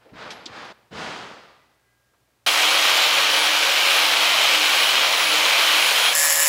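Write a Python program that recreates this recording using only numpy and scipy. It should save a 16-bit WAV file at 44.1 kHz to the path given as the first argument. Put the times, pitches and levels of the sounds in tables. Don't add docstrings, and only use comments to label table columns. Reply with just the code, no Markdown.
import sys
import numpy as np
from scipy import signal
from scipy.fft import rfft, irfft, next_fast_len
from scipy.io import wavfile
from scipy.ndimage import map_coordinates

SR = 44100
rng = np.random.default_rng(int(sys.argv[2]) if len(sys.argv) > 2 else 0)


def waveform_to_disk(signal):
    frames = np.transpose(np.atleast_2d(signal))
    scaled = np.clip(frames, -1, 1) * 32767
    samples = np.round(scaled).astype(np.int16)
    wavfile.write(sys.argv[1], SR, samples)


N = 285944
START_S, EDGE_S, BITE_S = 2.463, 6.132, 6.15
FREE_SPEED_HZ, EDGE_SPEED_HZ = 158.5, 156.45


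# (time [s], level [dB], relative hiss level [dB])
SCOUR_LEVELS = [(2.5, -16.5, -15.5), (2.52, -18, -14.5), (2.76, -16.5, -16), (3.1, -17.5, -17),
                (4.9, -17.5, -15.5), (4.96, -18, -17.5), (6.04, -17.5, -13.5), (6.06, -16.5, -17),
                (6.1, -19.5, -13.5)]
# (frequency [Hz], width [Hz], relative gain [dB])
TUBE_MODES = [(553, 28, -11), (1465, 59, -11), (2320, 310, -1.5), (3040, 116, -4.5), (3266, 69, 0),
              (4020, 720, -9)]
# (time [s], frequency [Hz], lift [dB])
FLARES = [(2.66, 3250, 8), (3.06, 4040, 11), (3.48, 3250, 4), (3.8, 2973, 10), (4.35, 2973, 12),
          (4.87, 2973, 13), (5.52, 2320, 5), (5.66, 2973, 9), (5.8, 2320, 5), (6.06, 3250, 14)]
# (frequency [Hz], gain [dB])
FRAME_SPECTRUM = [(29, -78), (50, -54), (111, -58), (147, -39.5), (184, -34), (269, -22.5), (303, -24.5),
                  (342, -19.5), (553, -10.5), (649, -7.5), (1480, -5), (1730, -8), (2980, -3.5),
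                  (6000, -13.5), (7800, -28), (13200, -120)]
# (frequency [Hz], gain [dB])
HISS_SPECTRUM = [(3000, -39.5), (5500, -22.5), (6800, -3), (7600, -6.5), (8900, -9), (10000, -7.5),
                 (10900, -10.5), (12500, -10), (13600, -12), (14500, -11), (15800, -15.5)]

def scouring(turns):
    level_db, hiss_db = curves(SCOUR_LEVELS)
    pressure = amp(.5 * np.cos(2 * np.pi * turns) + .54 * wobble(30) + .19 * wobble(300))
    tips = ringing(strikes(rate_hz=14000, spread_db=3.5) * pressure, t60_s=.17, wet_db=-13.5)
    vibration = tips.copy()
    for hz, width, db in TUBE_MODES:
        flare_db = sum(lift * bump(s, half_s=.067) for s, near, lift in FLARES if abs(near - hz) < hz / 20)
        mode = filtered(tips, lambda f: 1 / (1 + ((f - hz) / (width / 2)) ** 2))
        vibration += mode * amp(db - 3 + flare_db + wobble(6))
    steel = coloured(vibration, FRAME_SPECTRUM)
    wires = ringing(strikes(rate_hz=12000, spread_db=3.5) * pressure, t60_s=.03, wet_db=-9)
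    hiss = amp(hiss_db + 2.5) * coloured(wires, HISS_SPECTRUM)
    contact = ramp(START_S, .001) * (1 - ramp(EDGE_S - .003, .006))
    return contact * amp(level_db) * (steel + hiss)


def strikes(rate_hz, spread_db):
    hits = rng.random(N) < rate_hz / SR
    return unit(hits * np.sign(noise()) * amp(spread_db * noise()))


def ringing(x, t60_s, wet_db):
    t = np.arange(SR // 2) / SR
    ring = np.zeros(N)
    for tail in rng.standard_normal((4, len(t))) * amp(-60 * t / t60_s):
        coupling = np.sin(wobble(3) + rng.uniform(0, 2 * np.pi))
        ring += coupling * signal.fftconvolve(x, tail / np.linalg.norm(tail))[:N]
    return unit(unit(x) + amp(wet_db) * unit(ring))


# (frequency [Hz], gain [dB])
EDGE_BODY_SPECTRUM = [(47, -73), (80, -38.5), (509, -23), (546, -14.5), (871, -13.5), (966, -10),
                      (1490, -16), (1680, -8), (3920, -15), (5000, -13.5), (6500, -18), (11000, -120)]
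# (frequency [Hz], gain [dB])
EDGE_HISS_SPECTRUM = [(3500, -58), (5300, 0), (6200, -3), (7300, 9.5), (8100, 3.5), (8800, -2), (9700, 4),
                      (10150, 10.5), (10700, -6), (11900, -2), (12800, 7.5), (13600, -7), (14600, -6),
                      (15500, -3)]

def edge_rattle(turns):
    slap = amp(4 * np.cos(2 * np.pi * turns) + 1.2 * wobble(120))
    tufts = rng.standard_normal(round(SR / EDGE_SPEED_HZ))
    repeat = .35 * tufts[(turns % 1 * len(tufts)).astype(int)]
    hiss = coloured(slap * (repeat + strikes(rate_hz=20000, spread_db=1)), EDGE_HISS_SPECTRUM)
    body = coloured(np.sqrt(slap) * (repeat + noise()), EDGE_BODY_SPECTRUM)
    settle = amp(1.5 + 5 * ramp(BITE_S, .34))
    bite = ramp(BITE_S, .00093) * amp(5.9 * np.exp(-np.abs(clock() - BITE_S) / .0087))
    grip = .4 + .6 * bite
    wires = amp(-20.5) * hiss + settle * edge_tones(turns)
    return ramp(EDGE_S - .003, .0036) * (amp(-23.5) * body + grip * wires)


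# (frequency [Hz], half width [Hz], relative level [dB])
WIRE_MODES = [(1770, 190, -36), (2900, 110, -41), (5130, 200, -42), (5470, 80, -41), (6730, 400, -40),
              (7290, 260, -39.5), (7890, 160, -39), (9420, 140, -39), (10165, 90, -39.5), (12610, 170, -44),
              (13130, 80, -47.5), (15480, 100, -49)]

def edge_tones(turns):
    tones = np.zeros(N)
    for hz, half_width, db in WIRE_MODES:
        peak = np.sqrt(2) * amp(db + 1.5 * wobble(20))
        for harmonic in np.round(hz / EDGE_SPEED_HZ) + np.array([-1, 0, 1]):
            nearness = np.exp(-((harmonic * EDGE_SPEED_HZ - hz) / half_width) ** 2)
            flutter = rng.normal(0, 1.1) + .2 * wobble(25) + .18 * wobble(150)
            tones += peak * nearness * np.cos(2 * np.pi * harmonic * turns + flutter)
    return tones


# (order [x brush speed], frequency [Hz], width [Hz], level [dB])
SHAKE_MODES = [(1, 153, 9.2, -59), (2, 308, 12.4, -45), (3, 432, 16, -39), (3, 464, 26, -52)]
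# (order [x brush speed], relative level [dB])
WHINE_PARTIALS = [(67.6, -5), (64.6, -16), (103.2, -13)]
# (start [s], end [s])
WHINE_SPELLS = [(2.44, 2.54), (2.68, 2.75), (3.29, 3.44), (3.91, 3.99), (4.78, 4.89), (5.16, 5.33),
                (5.82, 6.14)]
GEAR_RATIO, ROTOR_FLAT_DB, ROTOR_EDGE_DB = 3.552, -44.5, -37
EDGE_CALM_DB_PER_ORDER, SAG_DB_PER_HZ = 10, .47

def grinder(turns, speed_hz):
    def tone(order, db, jitter):
        return np.sqrt(2) * amp(db) * np.sin(2 * np.pi * order * turns + jitter)

    on_edge = ramp(EDGE_S, .014)
    on_flat = 1 - on_edge
    wheel = np.zeros(N)
    for order, hz, width, db in SHAKE_MODES:
        detuning = (order * speed_hz - hz) / (width / 2)
        shake_db = db - EDGE_CALM_DB_PER_ORDER * order * on_edge + 2.3 * wobble(6)
        wheel += tone(order, shake_db, .18 * wobble(30)) / (1 + detuning ** 2)
    rotor_db = (ROTOR_FLAT_DB + 2 * wobble(9)) * on_flat + ROTOR_EDGE_DB * on_edge
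    rotor = tone(GEAR_RATIO, rotor_db, .13 * wobble(22))
    spell = sum(ramp(start, .02) - ramp(end, .019) for start, end in WHINE_SPELLS)
    whine_db = -41.5 + SAG_DB_PER_HZ * (FREE_SPEED_HZ - speed_hz) + 5.5 * spell
    whine = sum(tone(order, whine_db + db + 2 * wobble(14), .25 * wobble(90))
                for order, db in WHINE_PARTIALS)
    return ramp(START_S, .0032) * (wheel + rotor + whine * on_flat)


# (peak time [s], half length [s], speed loss if held [Hz])
PUSHES = [(2.383, .133, 11.6), (3.144, .101, 9.1), (3.348, .11, 7.4), (4.024, .126, 9.6),
          (4.661, .157, 14.6), (5.115, .152, 8.9), (5.842, .14, 23)]
MOTOR_LAG_S = .25

def brush_speed():
    load_hz = sum(hz * bump(s, half_s) for s, half_s, hz in PUSHES)
    pole = np.exp(-1 / (MOTOR_LAG_S * SR))
    speed_hz = FREE_SPEED_HZ - signal.lfilter([1 - pole], [1, -pole], load_hz)
    return speed_hz + (EDGE_SPEED_HZ - speed_hz) * ramp(EDGE_S, BITE_S - EDGE_S)


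# (time [s], level [dB])
THUDS = [(2.463, -43), (6.15, -52)]

def thuds():
    envelope = sum(ramp(s, .002) * amp(db - 60 * np.abs(clock() - s) / .06) for s, db in THUDS)
    return envelope * coloured(noise(), [(20, -6), (60, 0), (150, -2), (500, -25), (2000, -70)])


# (start [s], rise [s], glide [s], sudden drop [s], level [dB], relative hiss level [dB])
SWISHES = [(-.02, 0.035, .2, 0.124, -59.5, -16), (.125, .085, 0.18, .5, -38.5, -14),
           (.47, 0.1, .17, 0.723, -38, -12.5), (0.907, 0.095, 0.28, 2.3, -32, -9.5)]
# (frequency [Hz], gain [dB])
SWISH_BODY = [(24, -50), (40, -20), (86, -12), (124, -8), (227, -2), (267, -6), (443, -0.5), (1320, -1.5),
              (1400, -1.5), (5000, -15.5), (6500, -34), (11000, -120)]
SWISH_HISS = [(1500, -23), (3000, 2), (4500, -3.5), (6500, -8), (9000, -18), (13000, -34)]
FADE_DB_PER_S, SUDDEN_DROP_DB, DULLING_DB_PER_DB = 69.5, 15, .15

def swishes():
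    body_gain, hiss_gain = np.zeros((2, N))
    for start, rise, glide, stop, db, hiss_db in SWISHES:
        coast_s = np.maximum(clock() - start - rise, 0)
        fade_db = FADE_DB_PER_S * (np.hypot(coast_s, glide) - glide) + SUDDEN_DROP_DB * ramp(stop, .006)
        slide = ramp(start, rise) * amp(db - fade_db)
        body_gain += slide
        hiss_gain += slide * amp(hiss_db - DULLING_DB_PER_DB * fade_db)
    body = coloured(strikes(rate_hz=6000, spread_db=.5), SWISH_BODY)
    return body_gain * body + hiss_gain * coloured(noise(), SWISH_HISS)


# (time [s], level [dB], centre [Hz], width [octaves], t60 [s])
KNOCKS = [(0.049, -48.5, 420, 0.56, 0.51), (.09, -57, 2000, 0.57, 0.12), (.138, -51, 1100, 0.71, 0.087),
          (.116, -42.5, 140, 1.2, 0.35), (0.305, -32, 2980, 0.75, 0.11), (.457, -34, 4400, 0.46, 0.045),
          (0.461, -32, 3700, 0.52, 0.067), (0.458, -42, 326, 0.28, 0.13), (.49, -43, 130, 0.88, .15),
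          (0.909, -38, 180, 1.1, 0.64), (2.135, -64, 824, 0.82, 0.18), (2.275, -66, 600, .9, .12)]

def knocks():
    out = np.zeros(N)
    for s, db, hz, octaves, t60 in KNOCKS:
        band = filtered(noise(), lambda f: np.exp(-.5 * (np.log2((f + 1) / hz) / octaves) ** 2))
        out += amp(db) * decay(s, 2 / hz, t60) * unit(band)
    return out


# (time [s], frequency [Hz], level [dB], attack [s], t60 [s])
RINGS = [(.306, 11270, -56, .03, .35), (.65, 11200, -58, .003, .06), (1.44, 1203, -50, .05, 0.55),
         (1.56, 1990, -63, .05, 0.89), (1.72, 1620, -62, .28, 2), (1.84, 2005, -65, .05, .6)]

def rings():
    return sum(amp(db) * decay(s, attack, t60) * np.sin(2 * np.pi * hz * clock() + .55 * wobble(60))
               for s, hz, db, attack, t60 in RINGS)


# (frequency [Hz], gain [dB])
AIR_SPECTRUM = [(15, -52), (25, -28), (50, -19), (64, -12), (126, -2), (161, -13), (361, -10),
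                (1430, -14.5), (1550, -16), (2390, -18), (15800, -27.5)]
# (frequency [Hz], level [dB])
MAINS_HUM = [(60, -79.5), (120, -78.5)]

def workshop():
    hum = sum(amp(db + wobble(3.8)) * np.sin(2 * np.pi * hz * clock()) for hz, db in MAINS_HUM)
    return amp(-67.5) * coloured(noise(), AIR_SPECTRUM) + np.sqrt(2) * hum


def amp(db):
    return 10 ** (np.asarray(db) / 20)


def unit(x):
    return x / np.sqrt(np.mean(x ** 2) + 1e-20)


def clock():
    return np.arange(N) / SR


def curves(rows):
    times, *columns = np.transpose(rows)
    return [np.interp(clock(), times, column) for column in columns]


def ramp(at_s, rise_s):
    return np.clip((clock() - at_s) / rise_s, 0, 1)


def decay(at_s, attack_s, t60_s):
    return ramp(at_s, attack_s) * amp(-60 * np.maximum(clock() - at_s, 0) / t60_s)


def bump(at_s, half_s):
    return np.exp(-((clock() - at_s) / half_s) ** 2)


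def noise():
    return rng.standard_normal(N)


def wobble(rate_hz):
    return map_coordinates(rng.standard_normal(int(N * rate_hz / SR) + 4), [clock() * rate_hz])


def filtered(x, response):
    size = next_fast_len(N + 8192)
    return irfft(rfft(x, size) * response(np.fft.rfftfreq(size, 1 / SR)), size)[..., :N]


def coloured(x, spectrum):
    hz, db = np.transpose(spectrum)
    return unit(filtered(x, lambda f: amp(np.interp(np.log(f + 1), np.log(hz), db))))


def scene():
    speed_hz = brush_speed()
    turns = np.cumsum(speed_hz) / SR
    work = scouring(turns) + edge_rattle(turns) + grinder(turns, speed_hz) + thuds()
    mono = work + swishes() + knocks() + rings() + workshop()
    return np.array([mono, mono])


CUTOFF_HZ = 15780

def record(dry):
    return filtered(dry, lambda hz: np.clip((CUTOFF_HZ - hz) / 300 + .5, 0, 1))


dry = scene()
out = record(dry)
waveform_to_disk(out)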